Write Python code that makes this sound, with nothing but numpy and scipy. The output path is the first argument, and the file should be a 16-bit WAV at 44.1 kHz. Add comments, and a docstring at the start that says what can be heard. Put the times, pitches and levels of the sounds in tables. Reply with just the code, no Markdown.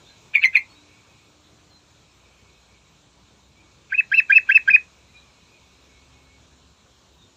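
"""Garden: a caged songbird close by sings three raspy falling chirps, then five bubbly whistles.
Chirps are falling tones cut into puffs; whistles run scoop, middle tone, murmur, held top tone.
Partials and breath colour the voice; nearby walls answer with short decaying noise tails.
Far birds twitter as blurred glides over a narrow noise chorus.
Beneath: leaf hiss and traffic rumble (shaped noise), an engine drone, a faint hum, dull bumps."""
import sys
import numpy as np
from scipy import signal
from scipy.fft import rfft, irfft
from scipy.io import wavfile
from scipy.ndimage import uniform_filter1d, minimum_filter1d, map_coordinates

SR = 44100
rng = np.random.default_rng(int(sys.argv[2]) if len(sys.argv) > 2 else 0)


def unload_audio(sound):
    """Save the sound as a 16-bit wav file, at the path given as the first command line argument."""
    columns = np.transpose(np.atleast_2d(sound))
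    # keep every value between -1 and 1, then stretch to whole-number steps
    steps = np.round(np.clip(columns, -1, 1) * 32767)
    wavfile.write(sys.argv[1], SR, steps.astype(np.int16))


def amplitude_ratio(level_db):
    """Convert a level in decibels to the matching linear amplitude (field) ratio."""
    exponent = np.asarray(level_db, float) / 20
    return 10 ** exponent


N = 324576


def singer():
    """Near bird: three chirps and five whistles, each with a short diffuse echo."""
    # falling chirps: start t/s, fall start t/s, fall length/s, high f/Hz, low f/Hz
    chirp_rows = [(0.339, 0.354, 0.01846, 2435, 2183), (0.42, .437, .019, 2559, 2035),
                  (0.542, .558, .013, 2464, 2069)]
    # low opening scoops: start t/s, length/s, f/Hz, peak level/dB
    scoop_rows = [(3.919, .0155, 1551, -14.5), (4.114, .018, 1569, -10.5), (4.295, .0205, 1570, -7),
                  (4.488, .019, 1564, -6.5), (4.674, .0214, 1560, -7)]
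    # short middle tones: start t/s, length/s, first f/Hz, last f/Hz, peak level/dB
    middle_rows = [(3.9433, .0145, 2469, 2520, -15.5), (4.1393, .016, 2394, 2595, -9.5),
                   (4.323, .0138, 2461, 2390, -5.5), (4.514, .014, 2377, 2694, -9.5),
                   (4.702, .0185, 2475, 2412, -9)]
    # held top tones that drop off: start t/s, length/s, first f/Hz, last f/Hz, peak level/dB
    held_rows = [(3.978, .0255, 2683, 2575, -9), (4.173, 0.026, 2736, 2584, -5),
                 (4.351, .0293, 2672, 2602, -2.5), (4.546, .027, 2704, 2566, -3),
                 (4.733, .027, 2442, 2568, -2.5)]
    # per whistle: murmur level/dB, octave gain/dB, halfway-partial gain/dB, middle arch/share of pitch
    colour_rows = [(-34.5, -12.5, 1, 0.013), (-22, 0, 13, 0.064), (-21, -0.5, -1, .008),
                   (-30.5, 0.5, -1, 0.023), (-24, 0, -2, .05)]
    # rough low stacks around the note onsets: start t/s, end t/s, first f/Hz, last f/Hz, level/dB
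    stack_rows = [(0.334, .353, 828, 882, -25.5), (0.411, 0.445, 862, 914, -22.5),
                  (0.527, .557, 804, 880, -27), (3.894, 3.922, 811, 790.7, -40),
                  (4.091, 4.115, 810, 797.5, -50), (4.28, 4.298, 797, 800.8, -40.5),
                  (4.464, 4.489, 822, 822.7, -39.5), (4.643, 4.683, 814, 791.8, -42.5)]
    # treble/dB, rasp/dB, echo/dB
    chirp_voice, whistle_voice = (0.955, -26.5, -13.5), (1.5, -42.5, -16)

    track = np.zeros(N)
    song = [(chirp(*row), chirp_voice) for row in chirp_rows]
    for parts in zip(scoop_rows, middle_rows, held_rows, colour_rows):
        song.append((whistle(*parts), whistle_voice))
    for rows, (treble_db, rasp_db, echo_db) in song:
        start_s = rows[0][0]
        voice, side = note(rows, treble_db, rasp_db)
        add(track, voice + side, start_s)
        add(track, amplitude_ratio(echo_db) * echo(voice, delay_s=0.0018, stretch=1.156), start_s)
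        # the beak beams high partials away from the microphone: more of them comes off the walls
        add(track, amplitude_ratio(-6) * echo(side, delay_s=0.006, stretch=0.86), start_s)
    for start_s, end_s, *shape in stack_rows:
        stack = rough_stack(end_s - start_s, *shape)
        add(track, stack, start_s)
        add(track, amplitude_ratio(-14.0) * echo(stack, delay_s=0.0039, stretch=0.54), start_s)
    return track


def chirp(start_s, fall_s, length_s, high_hz, low_hz):
    """Falling chirp in puffs of air; rows: t/s, f/Hz, voice/dB, octave/dB, halfway/dB."""
    # puffs of air: t/s, peak level/dB, half width/s (to 1/e)
    puff_rows = [(.3445, -22.5, .002), (0.3527, -4.5, .0008), (.358, -3.5, .003), (.363, -9, .003),
                 (.3695, -13, .0016), (.3729, -13.5, .001), (0.3783, -21, .0012), (.382, -12.5, .0022),
                 (.396, -24.5, 0.0045), (.428, -16, .0012), (.434, -17.5, .0035), (.439, -4.5, .0012),
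                 (.4445, -3.5, .0018), (0.4493, -6.5, .0022), (0.4546, -10, 0.0014), (0.4575, -6.5, 0.0027),
                 (0.461, -14.5, 0.0017), (0.4677, -19.5, .003), (0.4749, -20.5, .0015),
                 (.5515, -19.5, .0012), (0.5568, 3.5, .0016), (0.5619, -8, .0016), (0.5663, -10, .001),
                 (0.5693, -11.5, .0014), (0.5718, -7.5, 0.002), (0.5803, -19, 0.0018), (0.591, -24.5, .003)]
    # octave rings up as pitch sinks: pitch f/Hz, level re voice/dB
    octave_rows = [(2040, -19.5), (2110, -25), (2200, -36.5), (2330, -34), (2460, -56)]
    # halfway partial peaks in the fall: share of fall, peak level/dB, loss before, after/(dB/s)
    share, peak_db, before_db_per_s, after_db_per_s = (0.27, -32, 1199.5, 1900)
    leak_db = -32.5  # voice between puffs
    fall_bend = 1.9  # over 1: falls fastest at first
    rebound, rebound_s = 1.025, 0.0091  # pitch factor regained after the fall, and how soon

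    puff_s, puff_db, width_s = np.transpose([p for p in puff_rows if start_s < p[0] < fall_s + .06])
    t = np.arange(start_s, puff_s[-1] + 2 * width_s[-1], .0003)
    left = np.clip(1 - (t - fall_s) / length_s, 0, 1) ** fall_bend
    floor_hz = low_hz * np.interp(t - fall_s - length_s, [0, rebound_s], [1, rebound])
    pitch_hz = floor_hz + (high_hz - low_hz) * left
    puffs = amplitude_ratio(puff_db) * np.exp(-((t[:, None] - puff_s) / width_s) ** 2)
    level = amplitude_ratio(leak_db) + puffs.max(axis=1)
    octave_db = 20 * np.log10(uniform_filter1d(level, size=13)) + along(octave_rows, pitch_hz)
    late_s = t - fall_s - share * length_s
    halfway_db = peak_db - np.maximum(after_db_per_s * late_s, -before_db_per_s * late_s)
    return np.transpose([t, pitch_hz, 20 * np.log10(level), octave_db, halfway_db])


def whistle(scoop, middle, held, colour):
    """Scoop, leap, middle tone, murmur, top tone, drop; rows as for a chirp."""
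    # part shapes: share of length, pitch factor, level re peak/dB, halfway partial re voice/dB
    scoop_shape = [(0, 1.1, -25, -22), (.2, 1, -8, -26), (.6, 1.015, -0.5, -30), (.88, 1.08, -1.5, -33.5),
                   (1, 1.18, -4.5, -40)]
    middle_shape = [(0, .985, -9, -47), (.15, 1, -2, -54), (.4, 1, -0.5, -53), (.65, 0.9944, 0, -54.5),
                    (.9, 1, -3.5, -44), (1, 1, -10, -38)]
    top_shape = [(0, 1, -14, -40), (.12, 0.952, -8.5, -47), (.35, 1, -2, -48), (.6, 0.9871, 0, -44.5),
                 (.93, 1, 0, -46), (1, 0.948, -5, -47)]
    # voice break in the leap: t after tone/s, f/Hz, level re peak/dB, halfway re voice/dB
    leap_rows = [(.0013, 1974, -13, -39.5), (.0035, 2085, -8.5, -43.5)]
    # closing drop: t after tone/s, f/Hz, level re peak/dB, halfway re voice/dB
    drop_rows = [(.0013, 2436, -11, -39), (.0031, 1900, -9, -34.5), (.006, 1700, -14.5, -38),
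                 (.009, 1600, -24, -38.5)]
    # throat passes the octave best near 3.2, 4, 5.2 kHz: pitch f/Hz, level re voice/dB
    octave_rows = [(1600, -23), (1780, -44.5), (1990, -25.5), (2200, -41.5), (2450, -39.5), (2650, -34.5)]
    murmur_s = .002  # onset time of the murmur
    crest = 1.025  # murmur climbs to this multiple of the top tone's first pitch

    murmur_db, octave_gain_db, halfway_gain_db, arch = colour
    start_s, length_s, scoop_hz, scoop_db = scoop
    murmur = [(middle[0] + middle[1] + murmur_s, middle[3], murmur_db, -35),
              (held[0] - murmur_s, crest * held[2], murmur_db, -35)]
    lower = tone(scoop_shape, leap_rows, start_s, length_s, scoop_hz, scoop_hz, scoop_db)
    upper = tone(middle_shape, [], *middle, arch) + murmur + tone(top_shape, drop_rows, *held)
    upper = np.array(upper) + [0, 0, 0, halfway_gain_db]
    s, *cols = np.vstack([lower, upper]).T
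    t = np.arange(s[0], s[-1], .0003)
    pitch_hz, level_db, under_db = [np.interp(t, s, c) for c in cols]
    octave_db = level_db + octave_gain_db + along(octave_rows, pitch_hz)
    return np.transpose([t, pitch_hz, level_db, octave_db, level_db + under_db])


def tone(shape, after, start_s, length_s, first_hz, last_hz, peak_db, arch=0):
    """One arched glide of a whistle plus what follows; rows: t/s, f/Hz, voice/dB, halfway re voice/dB."""
    def pitch_hz(u):
        return (first_hz + u * (last_hz - first_hz)) * (1 + arch * np.sin(np.pi * u))

    body = [(start_s + u * length_s, k * pitch_hz(u), peak_db + d, h) for u, k, d, h in shape]
    return body + [(start_s + length_s + s, hz, peak_db + d, h) for s, hz, d, h in after]


def note(rows, treble_db, rasp_db):
    """Gliding sine with breath, and its weak unsteady partials: (voice, side)."""
    # further partials, halves from alternately strong and weak cycles: multiple of pitch, level/dB
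    partial_rows = [(2.5, -23.5), (3, -7), (3.5, -18), (4, -22.5), (4.5, -21), (5, -18), (5.5, -22.5),
                    (6, -17.5), (7, -31), (7.5, -28)]
    # throat and microphone response: f/Hz, gain/dB
    throat = [(3900, -3.5), (4800, -7), (5600, -7), (6400, -1.5), (7400, -12.5), (7900, -24.5), (8600, -24),
              (9500, -29), (10400, -5.5), (12200, -4), (13800, -1.5), (15500, -7.5)]
    # breath spectrum, relative: f/Hz, density/dB
    rasp = [(1350, -54.5), (1650, -14), (2500, -1), (3200, -7), (3700, -17.5), (4500, -29.5), (7000, -37.5),
            (9000, -61)]
    # partial at half the pitch, strongest near 1950 Hz: pitch f/Hz, level re voice/dB
    undertone = [(1600, -51.5), (1950, -34), (2250, -37.5), (2500, -61)]

    s, *cols = np.transpose(rows)
    t = np.arange(s[0], s[-1], 1 / SR)
    pitch_hz, level_db, octave_db, halfway_db = [uniform_filter1d(np.interp(t, s, c), size=36) for c in cols]
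    edge_s = np.minimum(t - s[0], s[-1] - t)
    fade = np.sin(np.pi / 2 * np.clip(edge_s / .003, 0, 1)) ** 2
    turn = 2 * np.pi * np.cumsum(pitch_hz) / SR

    def partial(k, db):
        """Partial k with its own flutter; pitch blur grows with k."""
        blur = .05 * k * k * wobble(300, size=len(t)) + rng.uniform(0, 2 * np.pi)
        return amplitude_ratio(db + 3 * wobble(140, size=len(t))) * np.sin(k * turn + blur)

    side = partial(k=1.997, db=octave_db) + partial(k=3 / 2, db=halfway_db)
    undertone_db = np.maximum(halfway_db - 17, level_db + along(undertone, pitch_hz))
    side = side + partial(k=1 / 2, db=undertone_db)
    # the rest swell with the stronger of octave and halfway partial, thin out in fast glides
    octaves_per_s = uniform_filter1d(np.abs(np.gradient(np.log2(pitch_hz))) * SR, size=100)
    bright_db = treble_db + np.maximum(octave_db, halfway_db) - 0.12 * octaves_per_s
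    for k, k_db in partial_rows:
        side = side + partial(k, bright_db + k_db + along(throat, k * pitch_hz))
    # breath follows the slower airflow
    airflow = uniform_filter1d(amplitude_ratio(1.1 * level_db), size=300)
    breath = amplitude_ratio(rasp_db) * airflow * noise(rasp, patchy_db=5, size=len(t))
    return fade * (amplitude_ratio(level_db) * np.sin(turn) + breath), fade * side


def rough_stack(length_s, first_hz, last_hz, db):
    """Low gliding harmonics, rough in level and phase, swelling by 20 dB."""
    # harmonics: multiple of pitch, level/dB
    harmonics = [(2, -3), (3, 6.5), (4, -12.5), (5, -20.5)]
    u, turn = glide(length_s, first_hz, last_hz)
    stack = 0
    for k, k_db in harmonics:
        rough = amplitude_ratio(1.5 * wobble(390, size=len(u))) * np.exp(1.1j * wobble(520, size=len(u)))
        stack = stack + amplitude_ratio(k_db) * (rough * np.exp(1j * k * turn)).real
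    fade = np.clip(8 * np.minimum(u, 1 - u), 0, 1)
    return amplitude_ratio(db - 20 * (1 - u)) * fade * stack


def echo(x, delay_s, stretch):
    """Diffuse answer: noise tail in which each frequency dies at its own speed."""
    # walls' decay before stretch: f/Hz, t60/s
    walls = [(1000, 0.087), (2300, 0.14), (4500, 0.025), (8000, 0.099), (12000, 0.072)]
    hz, t, z = signal.stft(rng.standard_normal(SR // 3), SR, nperseg=128)
    decay_db = -60 * t / (stretch * along(walls, hz)[:, None])
    tail = signal.istft(z * amplitude_ratio(decay_db), SR, nperseg=128)[1]
    return signal.fftconvolve(np.pad(x, (round(delay_s * SR), 0)), tail / np.linalg.norm(tail))


def far_birds():
    """Single far notes over a flickering narrow noise chorus."""
    # clearest notes: t/s, length/s, first f/Hz, last f/Hz, peak level/dB
    far_rows = [(.05, 0.053, 3624, 3663, -54), (.07, 0.076, 4160, 4015, -56.5),
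                (.09, 0.045, 1630, 1632, -60.5), (.4, 0.046, 4220, 4125, -47.5),
                (.69, .06, 4334, 4403, -54.5), (.74, 0.0917, 3795, 3923, -56),
                (.9, 0.138, 2258, 2294, -66.5), (1.09, .04, 2560, 2464, -58.5),
                (1.7, 0.091, 4210, 4038, -54), (2.254, 0.0178, 2340, 2338, -53),
                (2.53, 0.0545, 2520, 2495, -63.5), (2.68, 0.052, 2297, 2309, -63.5),
                (3.556, .048, 2273, 2330, -64), (3.585, 0.02999, 2477, 2400, -59),
                (3.63, 0.044, 2290, 2253, -65), (5.08, .037, 2033, 2095, -63),
                (5.138, .06, 2430, 2419, -53.5), (5.154, 0.074, 3917, 3872, -55),
                (5.51, .069, 2490, 2456, -61), (5.93, .078, 2210, 2195, -62),
                (6.13, 0.07776, 2200, 2200, -61), (6.25, .12, 2190, 2230, -63.5),
                (7.18, 0.093, 3799, 3604, -57)]
    # blurred chorus: t/s, level/dB
    chorus_rows = [(0, -65), (.6, -62), (1.2, -64.5), (1.5, -75), (2.2, -66.5), (2.85, -66.5),
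                   (3.05, -74.5), (3.7, -69.5), (4.9, -65), (6.4, -66), (6.6, -75), (7.36, -80)]
    # chorus spectrum, relative: f/Hz, density/dB
    twitter = [(2130, -29.5), (2210, -2.5), (2260, -10.5), (2320, -4), (2390, -15), (2480, -3), (2580, -10),
               (2800, -13.5), (3000, -30.5)]
    chorus_db = curves(chorus_rows)[0] + 1.4 * wobble(15)
    chorus = amplitude_ratio(chorus_db) * noise(twitter, patchy_db=0.5)
    return chorus + far_tones(far_rows, flutter_db=2.0, echo_db=-2.5)


def far_tones(rows, flutter_db, echo_db):
    """Soft gliding tones, unsteady from the air and smeared by the garden."""
    # blur on arrival, worst for raspy callers near 3.7 kHz: f/Hz, phase blur/rad
    blur_rows = [(2400, .25), (3700, 2.2), (4150, .8)]
    track = np.zeros(N)
    for start_s, length_s, first_hz, last_hz, db in rows:
        u, turn = glide(length_s, first_hz, last_hz)
        swell = amplitude_ratio(db + flutter_db * wobble(60, size=len(u))) * np.sqrt(np.sin(np.pi * u) + 1e-9)
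        blur_rad = along(blur_rows, first_hz) * wobble(160.83, size=len(u))
        x = swell * np.sin(turn + blur_rad)
        add(track, x, start_s)
        add(track, amplitude_ratio(echo_db) * echo(x, delay_s=0.0052, stretch=2.0), start_s)
    return track


def garden():
    """Rumble, leaf hiss and a faint treble floor as shaped noise; drone, hum and dull bumps as sines."""
    # breeze in the leaves: t/s, level/dB
    breeze_rows = [(0, -54.5), (1, -56), (1.7, -57), (3.6, -58), (4.4, -55), (5.1, -56), (7.36, -58)]
    # far engine: t/s, drone f/Hz, drone level/dB
    engine_rows = [(0, 64.52, -67.5), (.76, 59.65, -68.5), (.98, 74.46, -69), (1.93, 74, -69),
                   (2.1, 60.76, -67.5), (2.68, 61, -62), (3.4, 64.73, -67), (4.37, 65, -66),
                   (5.15, 68.35, -64.5), (5.45, 64.18, -71.5), (5.9, 68.47, -62.5), (6.7, 71.13, -62.5),
                   (7.36, 70.25, -66.5)]
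    # far wavering hum: t/s, f/Hz, level/dB
    hum_rows = [(.6, 295, -80.5), (.8, 295, -61), (1.1, 296.8, -76), (1.4, 300.6, -67), (2.2, 293.7, -75),
                (3.2, 295.2, -75.5), (3.9, 256.1, -77), (5.4, 260, -73.5), (6.3, 258.6, -69.5),
                (7.36, 271.1, -76)]
    # soft far bumps: t/s, length/s, first f/Hz, last f/Hz, peak level/dB
    bump_rows = [(2.88, .06, 169.3, 163, -60.5), (3.26, 0.077, 211.8, 204.8, -61.5),
                 (3.58, 0.088, 323.1, 308.5, -59.5), (4.66, 0.0927, 224.4, 213.7, -55)]
    # traffic rumble spectrum, relative: f/Hz, density/dB
    rumble_tint = [(16, -53.5), (28, -26), (40, -9), (54, -0.5), (72, -3), (95, -9.5), (120, -39.5),
                   (210, -120)]
    # leaf hiss spectrum, relative: f/Hz, density/dB
    hiss_tint = [(53, -29.5), (90, -0.5), (177, -5.5), (297, -12), (340, -9.5), (429, -10.5), (472, -12),
                 (510, -12), (779, -14.5), (1020, -12), (2080, -22), (4080, -14), (4590, -21.5),
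                 (7140, -19), (9000, -35), (11700, -66), (19800, -120)]
    # faint treble noise floor spectrum, relative: f/Hz, density/dB
    treble_floor_tint = [(5590, -31), (9500, -5.5), (10900, -6), (12100, 0), (13200, -9.5), (13700, -7.5),
                         (14800, -1.5), (15500, -1.5)]
    rumble_mean_db, rumble_grows = -69, .4  # mean level, swing over the engine's
    treble_floor_mean_db, treble_floor_grows = -83.5, 1.6  # mean level, swing over the hiss level's

    hiss_db = curves(breeze_rows)[0]
    engine_db = curves(engine_rows)[1]
    rumble_db = rumble_mean_db + rumble_grows * (engine_db - engine_db.mean())
    treble_floor_db = treble_floor_mean_db + treble_floor_grows * (hiss_db - hiss_db.mean())
    rumble = amplitude_ratio(rumble_db + .4 * wobble(5)) * noise(rumble_tint, patchy_db=-0.2)
    hiss = amplitude_ratio(hiss_db + 0.33 * wobble(6.2)) * noise(hiss_tint, patchy_db=1.54)
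    treble_floor = amplitude_ratio(treble_floor_db + 1.3 * wobble(12)) * noise(treble_floor_tint, patchy_db=3)
    tones = drifting(engine_rows, waver_hz=0.73) + drifting(hum_rows, waver_hz=1.5)
    bumps = far_tones(bump_rows, flutter_db=3.02, echo_db=-10.5)
    return rumble + hiss + treble_floor + tones + bumps


def drifting(rows, waver_hz):
    """Sine wavering in pitch and level along rows of t/s, f/Hz, rms level/dB."""
    hz, db = curves(rows)
    turn = 2 * np.pi * np.cumsum(hz + waver_hz * wobble(0.77)) / SR
    return np.sqrt(2) * amplitude_ratio(db + 2.0 * wobble(2)) * np.sin(turn)


def glide(length_s, first_hz, last_hz):
    """Position 0-1 and phase/rad along a straight glide."""
    u = np.linspace(0, 1, round(length_s * SR))
    return u, 2 * np.pi * np.cumsum(first_hz + (last_hz - first_hz) * u) / SR


def noise(spectrum, patchy_db, size=N):
    """Noise of rms 1, coloured by (f/Hz, dB) points, with time-frequency patches of random gain."""
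    z = signal.stft(rng.standard_normal(size + 512), nperseg=512)[2]
    field = uniform_filter1d(rng.standard_normal(z.shape), size=5, axis=0)
    field = uniform_filter1d(field, size=10, axis=1)
    patchy = signal.istft(z * amplitude_ratio(patchy_db * unit(field)), nperseg=512)[1][:size + 512]
    hz = np.fft.rfftfreq(size + 512, 1 / SR)
    in_band = (hz >= spectrum[0][0]) & (hz <= spectrum[-1][0])
    return unit(irfft(rfft(patchy) * amplitude_ratio(along(spectrum, hz)) * in_band)[:size])


def wobble(rate_hz, size=N):
    """Smooth random curve through rate_hz normal knots a second."""
    knots = rng.standard_normal(int(size * rate_hz / SR) + 4)
    return map_coordinates(knots, [np.arange(size) * rate_hz / SR])


def curves(rows):
    """One value per sample for each column after t/s."""
    s, *cols = np.transpose(rows)
    return [np.interp(np.arange(N) / SR, s, c) for c in cols]


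def along(points, hz):
    """(f/Hz, value) points read on a log frequency axis."""
    f, v = np.transpose(points)
    return np.interp(np.log(hz + 1), np.log(f + 1), v)


def unit(x):
    """Scales to rms 1."""
    return x / np.sqrt(np.mean(x ** 2) + 1e-20)


def add(track, x, start_s):
    """Mixes x into the track from start_s, cut at the track's end."""
    part = track[round(start_s * SR):][:len(x)]
    part += x[:len(part)]


def scene():
    """All sources at the one microphone."""
    return (singer() + far_birds() + garden())[None]


def roll_off(x):
    """The treble ends steeply here."""
    return signal.sosfilt(signal.butter(12, 15760, fs=SR, output="sos"), x)


def record(dry):
    """Phone recording: a fast limiter holds the loudest peak under full scale."""
    need = np.minimum(1, .99 / (np.abs(dry) + 1e-9))
    gain = uniform_filter1d(minimum_filter1d(need, size=81), size=41)
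    return roll_off(dry * gain)


dry = scene()
out = record(dry)
unload_audio(out)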